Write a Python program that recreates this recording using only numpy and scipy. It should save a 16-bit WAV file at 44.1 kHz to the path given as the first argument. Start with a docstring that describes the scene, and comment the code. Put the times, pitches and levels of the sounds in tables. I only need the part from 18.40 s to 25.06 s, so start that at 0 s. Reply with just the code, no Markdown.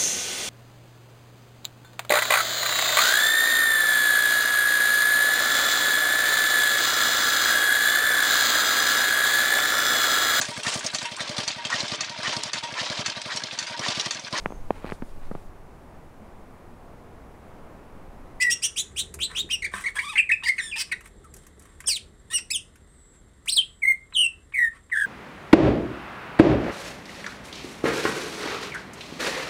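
"""A songbird sings close by in a wire cage: harsh rising chirps, a chatter of squeaks and nasal buzzes,
then sweeping calls and clear falling whistles. Each note is a vibrating syrinx membrane, its overtones
coloured by throat and beak; the two sides often sound at once, on different pitches. Beak and claws tick,
the perch rings under knocks, soft rustles come and go. The cage reflects it all; behind it lie
a quiet outdoor rumble and two thin far whistles."""
import sys
import numpy as np
from scipy import signal
from scipy.fft import rfft, irfft
from scipy.io import wavfile
from scipy.ndimage import uniform_filter1d

SR = 44100
rng = np.random.default_rng(int(sys.argv[2]) if len(sys.argv) > 2 else 0)


def transcribe(u):
    """Save the signal u as a 16-bit wav file named by the first command-line argument.

    u: samples, shape (n,) or (channels, n), limited to [-1, 1]; the rate is SR.
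    q: integer samples, one column per channel.
    """
    v = np.clip(np.atleast_2d(u).T, -1, 1)
    q = np.round(v * 32767).astype(np.int16)
    wavfile.write(sys.argv[1], SR, q)


N = 293706
TIME = np.arange(N) / SR


def from_db(db):
    """Decibels to gain."""
    return 10 ** (np.asarray(db) / 20)


def unit_rms(x):
    """Scale to rms 1."""
    return x / np.sqrt(np.mean(x ** 2) + 1e-20)


def along(rows, t):
    """Columns of a curve at times t."""
    times, *columns = np.transpose(rows)
    return [np.interp(t, np.sort(times), column) for column in columns]


def db_at(spectrum, hz):
    """Spectrum level, interpolated over log frequency."""
    points_hz, db = np.transpose(spectrum)
    return np.interp(np.log(hz + 1), np.log(points_hz), db)


def phase_of(hz):
    """Running phase in radians."""
    return 2 * np.pi * np.cumsum(hz) / SR


def band(x, low_hz, high_hz):
    """Butterworth band-pass."""
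    return signal.sosfilt(signal.butter(2, [low_hz, high_hz], "band", fs=SR, output="sos"), x)


def band_noise(low_hz, high_hz, samples=N):
    """Band-passed noise, rms 1."""
    return unit_rms(band(rng.standard_normal(samples), low_hz, high_hz))


def coloured_noise(spectrum):
    """Noise of the given spectral shape, rms 1."""
    gain = from_db(db_at(spectrum, np.arange(N // 2 + 1) * SR / N))
    return unit_rms(irfft(rfft(rng.standard_normal(N)) * gain, N))


def tremor(rate_hz):
    """Random motion up to rate_hz, rms 1."""
    lowpass = signal.butter(2, rate_hz, fs=SR, output="sos")
    return unit_rms(signal.sosfilt(lowpass, rng.standard_normal(N)))


def span(start_s, length_s, open_s=0.0035, close_s=0.005):
    """Sample indices, time since onset and soft gate of one note."""
    at = np.arange(max(int(start_s * SR), 0), min(int((start_s + length_s + close_s / 2) * SR), N))
    t = at / SR - start_s
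    ramp = np.clip(np.minimum(t / open_s, (length_s - t) / close_s + 0.5), 0, 1)
    return at, t, np.sin(ramp * np.pi / 2)


def swell(progress, peak, rise_db, fall_db):
    """Gain over progress 0-1: up to a rounded peak, then down."""
    peak = np.clip(peak, 0.05, 0.95)
    rising_db = -rise_db * (1 - progress / peak) ** 2
    falling_db = -fall_db * ((progress - peak) / (1 - peak)) ** 2
    return from_db(np.where(progress < peak, rising_db, falling_db))


def contour(path, edge_s=0.0015):
    """Sample indices, smoothed pitch and gated amplitude along a path."""
    start_s, end_s = path[0][0] - edge_s / 2, path[-1][0] + edge_s / 2
    at = np.arange(max(int(start_s * SR), 0), min(int(end_s * SR), N))
    t = at / SR
    hz, db = [uniform_filter1d(column, size=160) for column in along(path, t)]
    ramp = np.clip(np.minimum(t - start_s, end_s - t) / edge_s, 0, 1)
    return at, hz, from_db(db) * np.sin(ramp * np.pi / 2) ** 2


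# Throat and open-beak response: (frequency [Hz], gain [dB])
BEAK_RESPONSE = [(1700, -6), (2500, 1), (3500, 3.5), (4200, -7.5), (5400, -6), (6700, -5), (7600, -2.5),
                 (8600, 8), (9800, -3.5), (11500, -14.5), (13000, -15), (15000, -8), (16500, -35.5)]
COLOUR_HZ = (5500, 8200, 14500)   # a note's mid, upper and high overtone gains apply here


def song(jitter=0.077, shimmer=0.039, shake_hz=650, warble_hz=135, rolloff_db=3.5, hiss_db=-9):
    """Syrinx membranes vibrate with overtones; rasp shakes pitch and strength and adds hiss."""
    shake, flicker = tremor(shake_hz), tremor(shake_hz)
    trill = np.sin(phase_of(warble_hz * (1 + 0.25 * tremor(40))))
    hiss = unit_rms(band(coloured_noise(BEAK_RESPONSE), 2200, 18000))
    pulsing, hoarse_share = hoarseness()
    notes = [*whistles(), *chirps(), *squeaks(), mew(), *slurs(), yodel()]
    harmonic = np.arange(2, 17)[:, None]
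    out = np.zeros(N)
    for at, hz, strength, colour_db, rasp, warble in notes:
        effort = strength / strength.max()   # notes harden as they swell
        harshness = rasp * np.sqrt(effort)
        hz = hz * (1 + warble * trill[at])
        phase = phase_of(hz)
        wobble = phase_of(hz * jitter * harshness * shake[at])   # uneven closing smears the overtones
        overtone_hz = harmonic * hz
        overtone_db = db_at(BEAK_RESPONSE, overtone_hz) + np.interp(overtone_hz, COLOUR_HZ, colour_db)
        gains = from_db(overtone_db - rolloff_db * (harmonic - 2)) * (overtone_hz < 0.42 * SR)
        overtones = np.sum(gains * np.sin(harmonic * (phase + wobble)), axis=0)
        voice = np.sin(phase + 0.91 * wobble) + effort ** 0.28 * overtones
        voice *= 1 + shimmer * harshness * flicker[at]
        hiss_share = harshness * from_db(hiss_db + np.mean(colour_db[:2])) + hoarse_share[at]
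        out[at] += strength * (voice + hiss_share * hiss[at])
    return out * pulsing


# Clear whistles: (start [s], length [s], pitch [Hz], onset offset [Hz], swing period [s], sag [Hz/s],
# level [dB], mid [dB], upper [dB], high [dB], rasp [0-1], warble [share of pitch])
WHISTLE_NOTES = [ (-.002, 0.11, 2015, -60, 0.05, 994, -17.5, -29.5, -19, -8, 0.05, 0.0055),
                 (5.419, 0.12, 2146, 197, 0.07, 369, -14, -31, -25, -5, 0, .004),
                 (5.747, 0.12, 3217, 262, 0.069, 4570, -15.5, -24, -12, -16, 0.03, 0.045),
                 (6.136, 0.15, 2104, 266.5, .215, 1967, -17, -32, -24, -5, 0.03, 0.05),
                 (6.514, 0.14, 1857, 231, 0.097, 2003, -16.5, -31, -22, -8, 0, 0.048)]


def whistles(settle_s=0.038, waver=0.006, waver_db=2, waver_hz=55):
    """Pitch settles like a damped spring and sags; the warble dies away."""
    bend, flutter = tremor(waver_hz), tremor(waver_hz)
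    for row in WHISTLE_NOTES:
        start_s, length_s, pitch_hz, offset_hz, period_s, sag_hz_per_s, db, *colour_db, rasp, warble = row
        at, t, gate = span(start_s, length_s, open_s=0.011, close_s=0.012)
        progress = t / length_s
        swing_hz = offset_hz * np.exp(-t / settle_s) * np.cos(2 * np.pi * t / period_s)
        hz = (pitch_hz - sag_hz_per_s * t + swing_hz) * (1 + waver * bend[at])
        envelope = gate * swell(progress, peak=0.64, rise_db=8, fall_db=7)
        strength = from_db(db + waver_db * flutter[at]) * envelope
        yield at, hz, strength, colour_db, rasp, warble * np.cos(progress * np.pi / 2)


# Harsh chirps, one row per syrinx side:
# (start [s], length [s], top [Hz], level [dB], mid [dB], upper [dB], high [dB], rasp [0-1])
CHIRP_NOTES = [ (.001, 0.042, 2682, -26, 6.5, 1, 1.5, 0.85), (0.095, 0.046, 3470, -31.5, 12.5, 6, 4, 1),
               (0.098, 0.046, 2820, -26.5, 11.5, -1, -5.5, 0.2), (0.219, 0.052, 3377, -29.5, 10, 5, -3, .8),
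               (.223, 0.053, 2950, -28, 12, 0, 0, 0.43), (0.359, 0.053, 3950, -25.5, 1, -0.5, -5, 0.67),
               (0.373, 0.053, 3505, -31, 14, 4.5, 5, 0.24), (0.56, 0.066, 3800, -25.5, -2, -2.5, -5, 0.94),
               (0.579, 0.032, 3430, -33.5, 5, 7, 4, 0.3), (.797, 0.068, 4000, -24, -8, -6, -10, 0.67),
               (0.81, 0.043, 3665, -25.5, -8, -22, -6, 0.36), (.947, 0.044, 3760, -26, -6, -14, -11.5, 0.5),
               (0.965, 0.055, 3843, -22, 1, -14, -5, 0.59), (1.097, 0.031, 3790, -25, -4.5, -18, -11, 1),
               (1.105, 0.057, 2896, -22.5, -1.5, -13.5, -3, 0.42)]


def chirps(start_hz=2230, bend_hz_per_s2=620000, warble=0.015):
    """Arches rising from one pitch; a higher top takes longer, more rasp adds warble."""
    for start_s, length_s, top_hz, db, *colour_db, rasp in CHIRP_NOTES:
        at, t, gate = span(start_s, length_s)
        climb_s = np.sqrt((top_hz - start_hz) / bend_hz_per_s2)
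        hz = top_hz - bend_hz_per_s2 * (t - climb_s) ** 2
        strength = from_db(db) * gate * swell(t / length_s, peak=0.57, rise_db=14, fall_db=11)
        yield at, hz, strength, colour_db, rasp, warble * rasp


# Rustles in the cage: (start [s], length [s], dull level [dB], bright level [dB])
RUSTLE_BOUTS = [(0, 0.73, -63, -74), (.87, .16, -47.5, -57), (1.313, 0.11, -35.5, -40),
                (1.39, 0.14, -49, -47.5), (1.54, .07, -38.5, -39.5), (1.59, .2, -58, -44),
                (2.1, .5, -66, -61), (2.64, 0.047, -45, -46), (2.93, .17, -74, -65),
                (3.17, .28, -65.5, -70), (6.315, 0.1, -54, -69)]


def rustle(floor_db=-75, attack_s=0.045, release_s=0.049, fade_db=10, flicker_db=3):
    """Bouts of soft, uneven noise in two bands; each starts quickly and fades."""
    dull_gain, bright_gain = np.full((2, N), from_db(floor_db))
    for start_s, length_s, dull_db, bright_db in RUSTLE_BOUTS:
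        t = TIME - start_s
        gate = np.clip(np.minimum(t / attack_s, (length_s - t) / release_s), 0, 1)
        bout = gate * from_db(-fade_db * np.clip(t / length_s, 0, 1) ** 2)
        dull_gain += from_db(dull_db) * bout
        bright_gain += from_db(bright_db) * bout
    dull = dull_gain * band_noise(950, 2100)
    bright = bright_gain * unit_rms(band(coloured_noise(BEAK_RESPONSE), 3100, 14000))
    return (dull + bright) * from_db(flicker_db * tremor(60))


# Outdoor air and drone spectra: (frequency [Hz], relative density [dB])
AIR_SPECTRUM = [(15, -27), (25, 8), (64, -1), (123, -7.5), (229, -11.5), (840, -25.5), (1260, -24.5),
                (1650, -26), (2050, -22.5), (2480, -46.5), (3620, -29), (5570, -44.5), (7920, -33),
                (11900, -44.5), (16000, -65.5)]
DRONE_SPECTRUM = [(30, -28), (55, -5.5), (72, 9), (100, -5.5), (190, -5), (270, -10.5), (400, -4.5),
                  (560, -14.5), (900, -21), (2500, -70)]
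# Their envelopes: (time [s], level before trim or waver [dB])
AIR_ENVELOPE = [(0.0, -61), (0.54, -49.5), (6.66, -54)]
DRONE_ENVELOPE = [(0, -51), (.8, -49.5), (1.45, -55), (1.9, -64), (2.7, -55), (3.6, -57), (4.8, -61.5),
                  (6.66, -65)]


def outdoors(air_trim_db=-1, waver_db=2, hum_hz=71, hum_db=-62, sizzle_db=-71.5):
    """Low rumble, an uneven drone, a wavering hum and a thin far sizzle."""
    air = coloured_noise(AIR_SPECTRUM) * from_db(along(AIR_ENVELOPE, TIME)[0] + air_trim_db)
    drone = coloured_noise(DRONE_SPECTRUM)
    drone *= from_db(along(DRONE_ENVELOPE, TIME)[0] + waver_db * tremor(9.6))
    hum = from_db(hum_db) * (1 + 0.36 * tremor(3.5)) * np.sin(2 * np.pi * hum_hz * TIME)
    sizzle = from_db(sizzle_db + waver_db * tremor(5.8)) * band_noise(7548.5, 7621.5)
    return air + drone + hum + sizzle


# Beak and claw contacts: (time [s], relative body level [dB], relative snap level [dB])
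CONTACTS = [(0.74, -37.5, -29), (0.789, -34.5, -43), (0.941, -47, -62), (1.09, -39.5, -51),
            (1.408, -34, -35), (2.024, -32.5, -63), (2.493, -43, -66), (2.607, -40, -44),
            (2.656, -38.5, -44), (2.673, -53, -47), (2.843, -54, -48.5), (2.939, -49, -36.5),
            (2.964, -51.5, -40), (3.066, -48.5, -42), (3.194, -66.5, -43), (3.221, -66, -46),
            (3.253, -48, -48), (3.403, -35, -36), (3.44, -38, -53), (4.356, -47, -49), (5.058, -40, -40),
            (5.723, -37, -79.5), (6.122, -38.5, -74), (6.498, -41.5, -72)]


def ticks(rise_s=0.0018, decay_s=0.0048):
    """Dry contacts: a dull body and a bright snap, gone in milliseconds."""
    body = unit_rms(band(band_noise(900, 2800), 900, 2800))
    snap = band_noise(6000, 11500)
    t = TIME[:SR // 20]
    envelope = np.exp(-t / decay_s) * (1 - np.exp(-t / rise_s))
    out = np.zeros(N)
    for start_s, body_db, snap_db in CONTACTS:
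        at = int(start_s * SR) + np.arange(len(t))
        out[at] += envelope * (from_db(body_db) * body[at] + from_db(snap_db) * snap[at])
    return out


# Squeaks: (start [s], length [s], dip delay [s], start [Hz], dip [Hz], crest [Hz], end [Hz],
# slide level [dB], crest level [dB], mid [dB], upper [dB], high [dB], rasp [0-1])
SQUEAK_NOTES = [ (1.221, .048, 0.0169, 2330, 1850, 2334, 1620, -26, -21, -8.5, -14.5, -10, 0.48),
                (1.439, 0.051, 0.016, 2126, 1850, 2257, 1720, -27, -19, -12.5, -25, -28, 0.14),
                (1.565, 0.043, .018, 1722, 1620, 2337, 1700, -23.5, -18, -14, -35.5, -46, .15),
                (1.755, 0.047, 0.013, 2210, 1945, 2423, 1650, -18.5, -17, -19.5, -29.5, -30, 0.2),
                (1.891, .06, 0.017, 2307, 1636, 2605, 2380, -17.5, -12.5, -25.5, -24, -19, 0),
                (2.058, 0.067, .022, 2252, 1684, 2168, 1986, -21.5, -13.5, -26, -30, -24, .05)]


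def squeaks(flip_s=0.012, break_db=-8, break_s=0.004, fall_db=14, warble=0.015):
    """The voice slides down, breaks briefly, flips up to a louder crest and sinks."""
    for start_s, length_s, dip_s, start_hz, dip_hz, crest_hz, end_hz, *voicing in SQUEAK_NOTES:
        slide_db, crest_db, *colour_db, rasp = voicing
        at, t, gate = span(start_s, length_s)
        crest_s = dip_s + flip_s
        turns_s = [0, dip_s, crest_s]
        sink = np.clip((t - crest_s) / (length_s - crest_s), 0, 1) ** 1.5
        hz = np.interp(t, turns_s, [start_hz, dip_hz, crest_hz]) + (end_hz - crest_hz) * sink
        db = np.interp(t, turns_s, [slide_db, slide_db, crest_db]) - fall_db * sink
        db += break_db * np.exp(-((t - dip_s) / break_s) ** 2)
        yield at, uniform_filter1d(hz, size=160), gate * from_db(db), colour_db, rasp, warble


def ring(blows, hz, t60_s):
    """Damped mode: a unit blow starts a sine of height 1."""
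    radius, angle = from_db(-60 / (t60_s * SR)), 2 * np.pi * hz / SR
    return signal.lfilter([0, np.sin(angle)], [1, -2 * radius * np.cos(angle), radius ** 2], blows + 1e-18)


# Knocks on perch and cage: (time [s], ring drive [dB], thud level [dB])
PERCH_KNOCKS = [(1.338, -14.5, -26), (1.346, -32, -52), (1.361, -33, -50), (1.378, -24, -68),
                (3.483, -32, -29.5), (3.497, -49.5, -39.5), (5.168, -40.5, -31), (5.183, -46.5, -38),
                (5.802, -51.5, -39)]
# Perch modes: (frequency [Hz], relative gain [dB], t60 [s])
PERCH_MODES = [(191, -19, 0.48), (384, -12.5, 0.031), (940, -3.5, 0.012), (1146, -1, 0.016),
               (1576, -4.5, 0.059), (1780, 1.5, 0.029), (2330, -10.5, 0.02), (3680, -12, 0.03)]


def knocks(ring_db=-8, thud_hz=620, thud_t60_s=0.006):
    """Each knock gives a heavily damped thud and rings the perch modes."""
    blows, thuds = np.zeros((2, N))
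    for time_s, blow_db, thud_db in PERCH_KNOCKS:
        at = int(time_s * SR)
        blows[at], thuds[at] = from_db(blow_db), from_db(thud_db)
    modes = sum((-1) ** k * from_db(db + ring_db) * ring(blows, hz, t60_s)
                for k, (hz, db, t60_s) in enumerate(PERCH_MODES))
    return modes + ring(thuds, thud_hz, thud_t60_s)


# Hoarse stretches: (start [s], end [s], pulse rate [Hz], pulse depth [Np], noise re voice [dB])
HOARSE_STRETCHES = [(1.552, 1.62, 574, 0.17, -24.5), (1.743, 1.791, 406.4, 0.67, -29.5),
                    (1.885, 1.931, 396, 0.11, -30.5), (2.065, 2.102, 690, 0.064, -18.5),
                    (2.164, 2.202, 384.6, 1.06, -33), (2.21, 2.317, 422, 0.11, -17),
                    (2.378, 2.446, 441, 1.9, -3), (2.507, 2.538, 464, 0.95, -16.5),
                    (3.479, 3.537, 576, 0.069, -24.5), (3.898, 3.943, 703, 0.69, -11.5),
                    (3.976, 4.01, 548, 3.4, -10), (6.14, 6.206, 139.8, 0.42, -36),
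                    (6.216, 6.29, 120, 0.15, -37.5), (6.525, 6.677, 80.1, 0.37, -32)]


def hoarseness(edge_s=0.015, rate_spread=0.12):
    """The air flow breaks into pulses; returns their gain and the share of rasping noise."""
    pulsing, noise_share = np.ones(N), np.zeros(N)
    for start_s, end_s, rate_hz, depth, noise_db in HOARSE_STRETCHES:
        gate = np.clip(np.minimum(TIME - start_s, end_s - TIME) / edge_s, 0, 1)
        phase = phase_of(rate_hz * (1 + rate_spread * tremor(100)))
        pulse_rms = np.sqrt(np.i0(2 * depth))
        pulsing *= np.exp(gate * depth * np.sin(phase)) / pulse_rms ** gate
        noise_share += gate * from_db(noise_db)
    return pulsing, noise_share


# Mew: (time [s], pitch [Hz], relative level [dB])
MEW_PATH = [(1.59, 1102, -57.5), (1.608, 970, -47), (1.618, 919, -51), (1.652, 1225, -42.5),
            (1.674, 1120, -44), (1.7, 1284, -39.5), (1.726, 1116, -48), (1.738, 860, -42.5),
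            (1.77, 870, -57.5)]


def mew(gain_db=4.5, colour_db=(2, -15, -20), rasp=0.085, warble=0.006):
    """One soft nasal note on a low, winding pitch."""
    at, hz, strength = contour(MEW_PATH)
    return at, hz, from_db(gain_db) * strength, colour_db, rasp, warble


# Nasal buzzes, yelps and sweeps: (start [s], length [s], start [Hz], middle [Hz], end [Hz], level [dB],
# peak [share of length], mid [dB], upper [dB], high [dB], rasp [0-1])
SLUR_NOTES = [ (1.778, 0.039, 2960, 2533, 2404, -11, 0.34, -35.5, -19, -21.5, 0.13),
              (1.912, 0.026, 2120, 1817, 1770, -27, 0.35, -14, -27.5, -20, 0.01),
              (2.033, 0.028, 897, 943, 1030, -38.5, 0.16, 9.5, 4, 10, 0.6),
              (2.038, 0.056, 2305, 2390, 2423, -40, 0.97, 17, -3.5, 1, 0.9),
              (2.179, 0.034, 2328, 1998, 1637, -21, 0.35, -11.5, -18, -23, 0.23),
              (2.2, 0.12, 1812, 1781, 1670, -41.5, .3, 4.5, 12, -13, 0.19),
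              (2.312, 0.048, 3150, 2410, 2770, -25.5, 0.6, -16, -31, -35, 0.2),
              (2.357, 0.038, 949, 904, 870, -42, 0.12, 11, 10, -6, 0.92),
              (2.363, 0.065, 2483, 2604, 2480, -29.5, 0.86, 8.5, -14, -14, 0.73),
              (2.514, 0.027, 2453, 2025, 1860, -20.5, 0.33, -10.5, -54, -48, 0.12),
              (2.838, 0.036, 1390, 1260, 1130, -49, 0.42, -28, 2.5, -8, 0.2),
              (3.459, 0.098, 5540, 4696, 3780, -25, 0.52, -13.5, -8.5, 0, 0.3),
              (3.469, 0.069, 3566, 2656, 2070, -30, 0.28, 13.5, 4, 7, 0.2),
              (3.47, 0.024, 8720, 8300, 7950, -18.5, 0.43, -21, -26.5, -27, 0.6),
              (3.548, .029, 3926, 3510, 2100, -27, 0.57, -8, -2, -2, 0.07),
              (3.9, 0.044, 1767, 1850, 1996, -35.5, .9, -2, 5, 9.5, 0.5),
              (3.93, 0.063, 2825, 2852, 2404, -25.5, 0.45, 6, 2.5, 1, 0.11),
              (4.102, 0.023, 1855, 2525, 2520, -26, 0.82, 9, 5.5, 8, 0.1),
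              (4.13, 0.045, 3830, 3240, 2605, -23, 0.55, -5, 1, -4, 0),
              (5.171, 0.03, 3806, 3185, 3170, -12.5, 0.45, -38, -12, -15, 0.05),
              (5.194, .029, 3103, 3164, 2520, -21.5, 0.18, -27, -26.5, -15, 0.3),
              (5.735, 0.023, 4030, 3820, 3670, -34, 0.81, -20, -5.5, -21, 0.16)]


def slurs(warble=0.014):
    """Each note swells and fades along one parabola of pitch."""
    for start_s, length_s, start_hz, middle_hz, end_hz, db, peak, *colour_db, rasp in SLUR_NOTES:
        at, t, gate = span(start_s, length_s)
        progress = t / length_s
        parabola = np.polyfit([0, 0.5, 1], [start_hz, middle_hz, end_hz], 2)
        strength = from_db(db) * gate * swell(progress, peak, rise_db=10, fall_db=12)
        yield at, np.polyval(parabola, progress), strength, colour_db, rasp, warble


# Far whistles, one path each: (time [s], pitch [Hz], level [dB])
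FAR_WHISTLE_PATHS = [
    [(4.48, 8400, -64), (4.62, 7900, -57), (4.8, 7520, -60.5)],
    [(5.25, 7800, -57), (5.45, 7940, -65)],
]


def far_whistles(waver=0.016):
    """Thin, faint tones with an unsteady pitch."""
    bend = 1 + waver * tremor(400)
    out = np.zeros(N)
    for path in FAR_WHISTLE_PATHS:
        at, hz, strength = contour(path, edge_s=0.03)
        out[at] += strength * np.sin(phase_of(hz * bend[at]))
    return out


# Yodel: (time [s], pitch [Hz], relative level [dB])
YODEL_PATH = [(5.071, 1855, -42), (5.082, 2540, -23), (5.096, 4000, -19.5), (5.103, 5300, -25),
              (5.112, 5750, -35), (5.126, 4100, -22), (5.135, 4120, -23), (5.148, 5400, -29.5),
              (5.158, 5000, -30.5), (5.167, 4170, -18.5), (5.174, 3640, -18.5)]


def yodel(gain_db=-0.5, colour_db=(-8, -3.5, -0.5), rasp=0.12, warble=0.0049):
    """One fast note that swings up and down twice."""
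    at, hz, strength = contour(YODEL_PATH)
    return at, hz, from_db(gain_db) * strength, colour_db, rasp, warble


def cage(x, scatter_t60_s=0.077, scatter_db=-9, tail_t60_s=0.24, tail_db=-16.5, build_s=0.011,
         wall_delay_s=0.0021, wall_gain=0.02):
    """Direct sound, early scatter from the wires, one wall reflection and a short diffuse tail."""
    t = TIME[:SR // 2]
    scatter = band_noise(170, 11000, len(t)) * from_db(-60 * t / scatter_t60_s) * (t > 0.001)
    tail = band_noise(200, 10000, len(t)) * from_db(-60 * t / tail_t60_s) * (1 - np.exp(-t / build_s))
    response = from_db(scatter_db) * scatter / np.linalg.norm(scatter)
    response += from_db(tail_db) * tail / np.linalg.norm(tail)
    response[0] += 1
    response[int(wall_delay_s * SR)] += wall_gain
    return signal.fftconvolve(x, response)[:N]


def scene():
    """The bird and its small noises in the cage, over the outdoor background; mono."""
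    bird = song() + ticks() + knocks() + rustle()
    return (cage(bird) + outdoors() + far_whistles())[None]


def record(dry, low_cut_hz=33, high_cut_hz=16100):
    """The microphone loses the deepest bass; the top is cut steeply."""
    highpass = signal.butter(4, low_cut_hz, "high", fs=SR, output="sos")
    lowpass = signal.ellip(10, 0.2, 80, high_cut_hz, fs=SR, output="sos")
    return signal.sosfilt(lowpass, signal.sosfilt(highpass, dry))


dry = scene()
out = record(dry)
transcribe(out)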